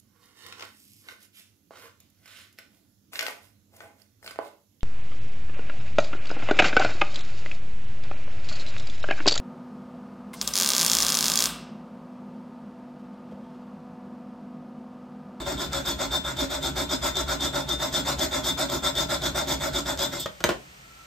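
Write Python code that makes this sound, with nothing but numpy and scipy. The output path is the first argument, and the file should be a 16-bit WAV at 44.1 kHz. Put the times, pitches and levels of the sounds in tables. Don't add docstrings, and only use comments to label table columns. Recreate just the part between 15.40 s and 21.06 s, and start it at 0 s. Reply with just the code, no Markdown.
import sys
import numpy as np
from scipy import signal
from scipy.fft import rfft, irfft, next_fast_len
from scipy.io import wavfile
from scipy.ndimage import uniform_filter1d

SR = 44100
rng = np.random.default_rng(int(sys.argv[2]) if len(sys.argv) > 2 else 0)


def ratio(d):
    e = np.asarray(d, float) / 20
    return 10 ** e


def master_out(mix):
    frames = np.transpose(np.atleast_2d(mix))
    ceiling = np.clip(frames, -1, 1)
    pcm = np.round(ceiling * 32767).astype(np.int16)
    wavfile.write(sys.argv[1], SR, pcm)


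N = 249606
TIME = np.arange(N) / SR
SIZE = next_fast_len(N + SR)
HZ = np.fft.rfftfreq(SIZE, 1 / SR)

# (time [s], length [s], blade pressure [dB], lean on the bench [dB])
PULL_STROKES = [(0.06, 0.087, -39.5, 8), (0.322, 0.087, -37.5, 0), (0.591, 0.074, -36.5, 1.5),
                (0.845, 0.081, -39.5, 1), (1.101, 0.078, -37.5, -0.5), (1.362, 0.077, -35, 3.5),
                (1.623, 0.078, -33.5, -0.5), (1.878, 0.083, -36.5, 3), (2.132, 0.092, -38.5, 2.5),
                (2.397, 0.086, -36.5, 3.5), (2.656, 0.079, -34, -2.5), (2.915, 0.086, -35.5, 2),
                (3.179, 0.069, -33, 0), (3.433, 0.067, -33.5, 0.5), (3.694, 0.069, -34, 1),
                (3.952, 0.074, -33.5, 2), (4.205, 0.083, -36, 0), (4.461, 0.074, -36, 2.5),
                (4.721, 0.072, -41.5, 2.5)]
# (time [s], length [s], blade pressure [dB], lean on the bench [dB])
PUSH_STROKES = [(0.0, 0.021, -46.5, 12), (0.176, 0.085, -39, 7), (0.453, 0.066, -34, 2.7),
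                (0.713, 0.066, -35, 3), (0.97, 0.079, -36.5, 5.5), (1.22, 0.077, -36, 5),
                (1.494, 0.063, -35.5, 5), (1.753, 0.069, -34.5, 3.5), (2.002, 0.078, -33.5, 3.5),
                (2.28, 0.066, -37, 6.5), (2.524, 0.081, -33.5, 1.5), (2.786, 0.075, -31.5, 4),
                (3.038, 0.078, -32.5, 0.5), (3.292, 0.088, -36, 5), (3.553, 0.084, -33.5, 3),
                (3.815, 0.075, -34.5, 2), (4.074, 0.071, -32.5, 2.5), (4.331, 0.074, -34.5, 0.5),
                (4.584, 0.079, -31.5, -1)]
# (lead-in [s], run-out [s], skew [power], sharpness [power], fastest teeth [1/s])
PULL_SHAPE, PUSH_SHAPE = (.015, .03, .8, 1.3, 420), (.02, .025, 1.1, 1.3, 450)
USUAL_DB = -35
# (at usual pressure [dB], lost per dB of extra pressure [dB])
PULL_FRAME, PULL_WHINE = (4.7, 0.21), (-2.7, 0.42)
PUSH_FRAME, PUSH_WHINE = (2.46, 0.38), (0.3, 0.49)
# (time [s], length [s], pressure [dB])
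DRAG = (4.787, 0.055, -44.5)
DRAG_OVER_DB = (-11, -32, 4.5)
PART_RESPONSE = [(1.01, 1.5), (0.92, 1.33), (1.2, 0.77), (0.75, 1.41)]
# (time [s], level [dB])
SNAGS = [(0.3317, -19), (0.4614, -23.5), (0.9702, -27.5), (1.2292, -24), (1.6432, -28), (1.7555, -23),
         (1.7689, -16.5), (2.0074, -24), (2.1585, -22), (2.2912, -17), (2.5272, -28), (2.5412, -21),
         (2.6614, -35), (2.7946, -20), (3.0445, -26), (3.1887, -23), (3.2126, -17), (3.2994, -21.5),
         (3.4526, -23), (3.5534, -23.5), (3.9604, -26), (3.9899, -17), (4.0732, -28), (4.4937, -23),
         (4.575, -25), (4.5925, -19)]
SNAG_DB = 9.5
BITE_S, BITE_DB, BITE_SPREAD_DB = .004, 12.5, 2.5

BLADE_HZ = [3910, 4024, 4368, 5020, 5178, 5875, 6110, 6520, 6828, 7555, 7838, 8085, 8925, 13113]
# (width [Hz], level [dB], left over right [dB], left lead [rad])
BLADE_MODES = [(30, -12, -1, 5.5), (24, -8.5, 12.5, 1.4), (24, -12, 4, -6.5), (70, -13, 15, 2.5),
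               (50, -11, -2.5, 0.7), (39.6, -26, 39, 1.5), (24, -17.5, 5, 7.5), (75.6, -13.5, 4, 0.5),
               (45.3, -12.5, 13, 0.47), (48, -8.5, -5, -5), (69.4, -17.5, 10.5, -2.2), (50, -24, 25, -2.2),
               (81, -28.5, 16, 4), (60, -8, 2, 9.5)]
# (frequency [Hz], level [dB])
BLADE_GRIT = [(1500, -88.5), (3000, -22.5), (3800, -60), (5000, -14.5), (7700, -30.5), (8300, -39),
              (9700, -25), (11400, -20.5), (12000, -70), (13700, -17), (14400, -51), (14900, -41),
              (15600, -57)]
FRAME_HZ = [545, 566, 620, 690, 760, 881, 935, 1031, 1345, 1420, 1510, 2045]
# (width [Hz], level [dB], left over right [dB], left lead [rad])
FRAME_MODES = [(15.7, -25, 25, -11), (28.6, 1.5, 9.5, 1.43), (46.7, 1, -5.5, -1.7), (35, -36.5, 51, 2.5),
               (25, -15, 1, -0.7), (34, -2.5, -0.5, -1.5), (22, -8.5, 12, -1.1), (22, -3, 7, -0.5),
               (40, 0.5, 6, 0.2), (59, -12, -8, 0.38), (29.7, -13.5, 30, 2), (92, -14, 13, 1)]
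# (frequency [Hz], level [dB])
FRAME_GRIT = [(60, -14), (420, -43.5), (600, -7), (1500, -13), (2200, -15), (2800, -28), (5000, -34.5)]
WHINE_HZ = [3326, 3409, 3550, 3604]
# (width [Hz], level [dB], left over right [dB], left lead [rad])
WHINE_MODES = [(14.6, -12.5, -6, .5), (19, -6.5, -3.5, .6), (49.7, -13.5, -2, 0.67), (18, 1.2, -1, 0.35)]
TOP_HZ = [276, 336, 380]
# (width [Hz], level [dB], left over right [dB], left lead [rad])
TOP_MODES = [(13.7, 4, -11, -0.099), (21.5, -15, 11, -0.14), (35, -6, 7, 0.02)]

# (time [s], level [dB])
BENCH_FORCE = [(0.0, -42), (0.33, -40), (0.85, -43), (0.99, -40), (1.1, -45), (1.18, -42.5), (2.05, -42.5),
               (2.28, -43), (2.33, -45), (2.77, -39), (2.84, -42.5), (4.35, -40.5), (4.36, -42),
               (4.81, -42.5), (4.96, -68), (5.06, -41), (5.22, -58), (5.66, -61.5)]
LEGS_HZ = [62, 132, 180]
# (width [Hz], level [dB], left over right [dB], left lead [rad])
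LEGS_MODES = [(16, 0, 1, .3), (22, -4, .8, .35), (40, -21, -.5, .3)]
SWAY_DB, SWAY_LAG_S = 1, .01

# (frequency [Hz], level [dB])
AIR_COLOUR = [(30, -7), (127, -19), (860, -13.5), (1400, -13), (2700, -13), (3700, -19), (9000, -21.5),
              (11000, -26.5), (13500, -21), (16000, -21)]
# (frequency [Hz], likeness [-1..1])
AIR_SAME = [(60, 0.054), (180, -0.23), (550, -0.43), (1650, -0.66), (4970, 0.52), (15000, -0.76)]
AIR_DB = -50
# (frequency [Hz], t60 [s])
ROOM_DECAY = [(100, 0.38), (500, 0.28), (2000, 0.25), (6000, 0.22), (14000, 0.22)]
ROOM_TURNS_PER_S = 1.7

FLICK_AT_S, FLICK_RISE_S, FLICK_FADE_S, FLICK_DB = 4.794, 0.3, 0.01, -32.5
# (width [Hz], level [dB], left over right [dB], left lead [rad])
FLICK_HZ = [4350, 7900, 12700, 14000]
FLICK_MODES = [(150, -8, 2, 0), (500, 4, 0, -1.1), (900, -7, 0, 0), (1500, -7, 0, 0)]

# (time [s], level [dB], brightness [dB], length [s])
KNOCKS = [
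    (4.859, -14.5, -44, 0.005),
    (5.005, -21, -44, 0.005),
    (5.04, -3, 2, 0.0038),
    (5.042, -7.5, -20, 0.005),
    (5.052, -26, -20, 0.013),
    (5.064, -26, -18, 0.0074),
    (5.0905, -10, -36, 0.007),
    (5.105, -19, -20, 0.012),
    (5.124, -32, -23, 0.004),
    (5.162, -50, -23, 0.0066),
]
WOOD_HZ = [150, 340, 575, 1000, 1420, 2930]
# (width [Hz], level [dB], left over right [dB], left lead [rad])
WOOD_MODES = [(70, -8, .3, 0), (150, -1, 0, 0), (75, 2, 0, -.4), (250, -7, 0, .2), (200, -6, 1, .3),
              (350, -15, 0, .9)]
# (frequency [Hz], level [dB])
THUD = [(60, -25), (200, -3.5), (600, -2.5), (1500, -12), (2400, -14.5), (3600, -18.5), (5000, -40),
        (9000, -60)]
# (frequency [Hz], level [dB])
CRACK = [(1500, -60), (4000, 0), (6000, 26), (8000, -5), (11000, 3), (14000, 16), (16000, -31)]
# (time [s], level [dB])
WHISTLE = [
    (4.9, -92),
    (5.3, -72),
    (5.45, -63),
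    (5.66, -58),
]

# (frequency [Hz], left lead [rad])
PORT_LEAD = [(2000, 0), (4500, .9), (6200, -1), (8000, -1.2), (9200, -3.14), (10600, -3.3), (12200, -6.28),
             (14400, -6.28), (15500, -9.2)]
# (frequency [Hz], level [dB])
SUM_COLOUR = [(20, -27), (52, 0), (8900, 0), (9300, -13), (10500, -13), (11300, -3), (14900, 0),
              (15400, -10), (15800, -14), (16400, -30), (16500, -70)]
# (frequency [Hz], level [dB])
DIFFERENCE_COLOUR = [(20, -30), (60, -5), (400, -4), (600, 0), (11600, 0), (12000, -15), (14300, -15),
                     (14700, -3), (15700, -4), (15900, -70)]


def evened(x):
    return x / np.sqrt(np.mean(abs(x) ** 2) + 1e-20)


def read(points, hz):
    f, value = np.transpose(points)
    return np.interp(np.log(hz + 1), np.log(f + 1), value)


def modes(pitches, rows):
    out = np.zeros((2, len(HZ)), complex)
    for hz, (width, db, pan_db, lead) in zip(pitches, rows):
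        damping = 1j * HZ * abs(width)
        peak = damping / (hz ** 2 - HZ ** 2 + damping)
        left, right = ratio(pan_db / 2) * np.exp(1j * lead), ratio(-pan_db / 2)
        out += ratio(db) * peak * np.array([[left], [right]])
    return out


def broad(points):
    gain = np.log(ratio(read(points, HZ)))
    mirrored = np.r_[gain, gain[-2:0:-1]]
    causal = np.exp(np.conj(signal.hilbert(mirrored))[:len(HZ)])
    return causal * np.array([np.exp(1j * read(PORT_LEAD, HZ)), np.ones(len(HZ))])


def ring(force, response, scrape=None, colour=0):
    out = rfft(force, SIZE) * response
    if scrape is not None:
        out = out + rfft(scrape, SIZE) * colour
    return irfft(out, SIZE)[:, :N] / np.sqrt(np.mean(abs(response) ** 2 + abs(colour) ** 2))


def strokes():
    rows = [(*DRAG, DRAG_OVER_DB, PUSH_SHAPE)]
    pulls = PULL_STROKES, PULL_FRAME, PULL_WHINE, PULL_SHAPE
    pushes = PUSH_STROKES, PUSH_FRAME, PUSH_WHINE, PUSH_SHAPE
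    for table, frame, whine, shape in (pulls, pushes):
        for s, length, db, lean_db in table:
            frame_db = frame[0] - frame[1] * (db - USUAL_DB)
            whine_db = whine[0] - whine[1] * (db - USUAL_DB)
            rows.append((s, length, db, (frame_db, lean_db, whine_db), shape))
    return rows


def motion():
    rate, press = np.zeros(N), np.zeros((4, N))
    late, sharper = np.transpose(PART_RESPONSE)[:, :, None]
    for s, length, db, over_db, (lead, out, skew, sharp, fastest) in strokes():
        at = slice(max(round((s - lead) * SR), 0), round((s + length + out) * SR))
        way = np.clip((TIME[at] - s + lead) / (length + lead + out), 0, 1)
        speed = np.sin(np.pi * way ** (skew * late)).clip(0)
        teeth_per_s = fastest * speed[0] ** .15 * (1 - .4 * way)
        rate[at] = np.maximum(rate[at], teeth_per_s)
        press[:, at] += ratio(db + np.r_[0, over_db])[:, None] * speed ** (sharp * sharper)
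    return rate, press


def catches():
    out = np.zeros(N)
    both_ways = PULL_STROKES + PUSH_STROKES
    for (s, _, db, _), chance in zip(both_ways, rng.standard_normal(len(both_ways))):
        out[round((s + BITE_S) * SR)] = ratio(db + BITE_DB + BITE_SPREAD_DB * chance)
    for s, db in SNAGS:
        out[round(s * SR)] = ratio(db + SNAG_DB)
    return out


def saw():
    rate, press = motion()
    on_blade, on_frame, on_top, on_whine = press
    wobble = evened(uniform_filter1d(rng.standard_normal(N), 150))
    passed = np.cumsum(rate * np.clip(1 + .08 * wobble, 0, 3)) / SR
    tooth_db = 2.4 * rng.exponential(1, N).clip(0, 3)
    teeth = np.diff(np.floor(passed), prepend=0) * ratio(tooth_db)
    puffs = signal.lfilter([1], [1, -np.exp(-1 / (0.0017 * SR))], teeth)
    rough = ratio(0.98 * evened(uniform_filter1d(rng.standard_normal(N), 500)))
    grit, dust = rough * (2.54 + evened(puffs)) * rng.standard_normal((2, N))
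    clicks, snags = rough * evened(teeth), catches()
    shake = 0.35 * clicks + evened(grit)
    scrape = 0.32 * clicks + evened(dust)

    blade = ring(shake * on_blade + snags, modes(BLADE_HZ, BLADE_MODES),
                 scrape * on_blade + 0.98 * snags, broad(BLADE_GRIT))
    frame = ring(shake * on_frame + 0.15 * snags, modes(FRAME_HZ, FRAME_MODES),
                 scrape * on_frame + 0.87 * snags, broad(FRAME_GRIT))
    whine = ring(shake * on_whine + .7 * snags, modes(WHINE_HZ, WHINE_MODES))
    purr = ratio(-6.5) * np.cos(2 * np.pi * passed) * rough * on_top
    top = ring(shake * on_top, modes(TOP_HZ, TOP_MODES))
    return ratio(2.0) * blade + ratio(0.5) * frame + ratio(-6) * top + purr + ratio(4.0) * whine


def shifting(x, patchy_db):
    z = signal.stft(x, nperseg=512)[2]
    patches = rng.standard_normal(z.shape[:0:-1]).T
    patches = uniform_filter1d(patches, size=5, axis=0)
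    patches = evened(uniform_filter1d(patches, size=7, axis=1))
    return signal.istft(z * ratio(patchy_db * patches), nperseg=512)[1][:, :N]


def shudder():
    s, db = np.transpose(BENCH_FORCE)
    push_times = [row[0] for row in PUSH_STROKES]
    turns = np.interp(TIME - SWAY_LAG_S, push_times, np.arange(len(push_times)))
    sway_db = SWAY_DB * np.sin(2 * np.pi * turns)
    rumble = evened(ring(rng.standard_normal(N), modes(LEGS_HZ, LEGS_MODES)))
    return ratio(np.interp(TIME, s, db) + sway_db + 3.5) * rumble


def air():
    a, b = rfft(rng.standard_normal((2, SIZE)))
    same = np.clip(read(AIR_SAME, HZ), -1, 1)
    right = same * a + np.sqrt(1 - same ** 2) * b
    pair = np.array([a, right]) * ratio(read(AIR_COLOUR, HZ))
    return ratio(AIR_DB + 1.0) * evened(irfft(pair, SIZE)[:, :N])


def room(x):
    taps = np.zeros((6, SR // 2))
    count = (SR // 2 - 201) // 20
    at = np.arange(200, SR // 2 - 20, 20) + rng.integers(0, 20, (6, count))
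    np.put_along_axis(taps, at, rng.choice([-1., 1.], at.shape), 1)
    hz, t, z = signal.stft(taps, SR, nperseg=256)
    decay = ratio(-60 * t / read(ROOM_DECAY, hz)[:, None])
    tail = signal.istft(z * decay, SR, nperseg=256)[1]
    turn = np.pi * (ROOM_TURNS_PER_S * TIME + np.arange(3)[:, None] / 3)
    fed = rfft(x.mean(0) * np.cos(turn) ** 2 * np.sqrt(8 / 9), SIZE)
    wet = fed[:, None] * rfft(tail / np.linalg.norm(tail[0]), SIZE).reshape(3, 2, -1)
    return irfft(wet.sum(0), SIZE)[:, :N]


def flick():
    t = (TIME - FLICK_AT_S).clip(0)
    shape = (1 - np.exp(-t / FLICK_RISE_S)) * np.exp(-t / FLICK_FADE_S)
    scrape = shape / shape.max() * rng.standard_normal(N)
    return ratio(FLICK_DB) * ring(scrape, modes(FLICK_HZ, FLICK_MODES))


def knocks():
    blow, crack, t = np.zeros(N), np.zeros(N), np.arange(2000) / SR
    noises = rng.standard_normal((len(KNOCKS), len(t)))
    for (s, db, bright_db, length), noise in zip(KNOCKS, noises):
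        at = slice(round(s * SR), round(s * SR) + len(t))
        blow[at] += ratio(db) * noise * np.exp(-t / abs(length))
        crack[at] += ratio(db + bright_db) * noise * np.exp(-t / 0.00059)
    scattered = blow * rng.choice([-1, 1], N)
    wood = ring(blow, modes(WOOD_HZ, WOOD_MODES), scattered, broad(THUD))
    whine = ring(blow, modes(WHINE_HZ, WHINE_MODES))
    return ratio(-6.5) * wood + ratio(-13) * ring(crack, broad(CRACK)) + ratio(-43) * whine


def whistle():
    s, db = np.transpose(WHISTLE)
    tone = ring(rng.standard_normal(N), modes([1340], [(27.6, 0, .0, .0)]))
    return ratio(np.interp(TIME, s, db)) * tone


def gated(pair):
    above_hz, open_share = 8800, .14
    under_other_db, under_all_db, least_db, chance_db = 11, 40, -88, 4
    hz, _, z = signal.stft(pair, SR, nperseg=2048)
    power = np.add.reduceat(abs(z) ** 2, np.arange(0, len(hz), 16), axis=1)
    whole = power.sum((0, 1))
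    mask = np.maximum(power[::-1] * ratio(-2 * under_other_db), whole * ratio(-2 * under_all_db))
    masked = power < mask * ratio(2 * chance_db * rng.standard_normal(power.shape))
    weak = masked | (power < ratio(2 * least_db))
    closed = rng.random(power.shape[2]) > open_share
    weak &= closed | (power < whole * ratio(-2 * 54))
    weak = np.repeat(weak, 16, axis=1)[:, :len(hz)] & (hz > above_hz)[:, None]
    return signal.istft(z * ~weak, SR, nperseg=2048)[1][:, :N]


def scene():
    cut, hits = shifting(saw(), patchy_db=1.5), knocks()
    echoes = room(ratio(-4.5) * cut + ratio(-3.5) * hits)
    return cut + hits + echoes + shudder() + air() + whistle() + flick()


def roll_off(x):
    return signal.sosfilt(signal.butter(12, 16460, fs=SR, output="sos"), x)


def record(dry):
    left, right = rfft(dry, SIZE)
    total = (left + right) / 2 * ratio(read(SUM_COLOUR, HZ))
    difference = (left - right) / 2 * ratio(read(DIFFERENCE_COLOUR, HZ))
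    mid, side = gated(irfft(np.array([total, difference]), SIZE)[:, :N])
    return roll_off(np.array([mid + side, mid - side]))


dry = scene()
out = record(dry)
master_out(out)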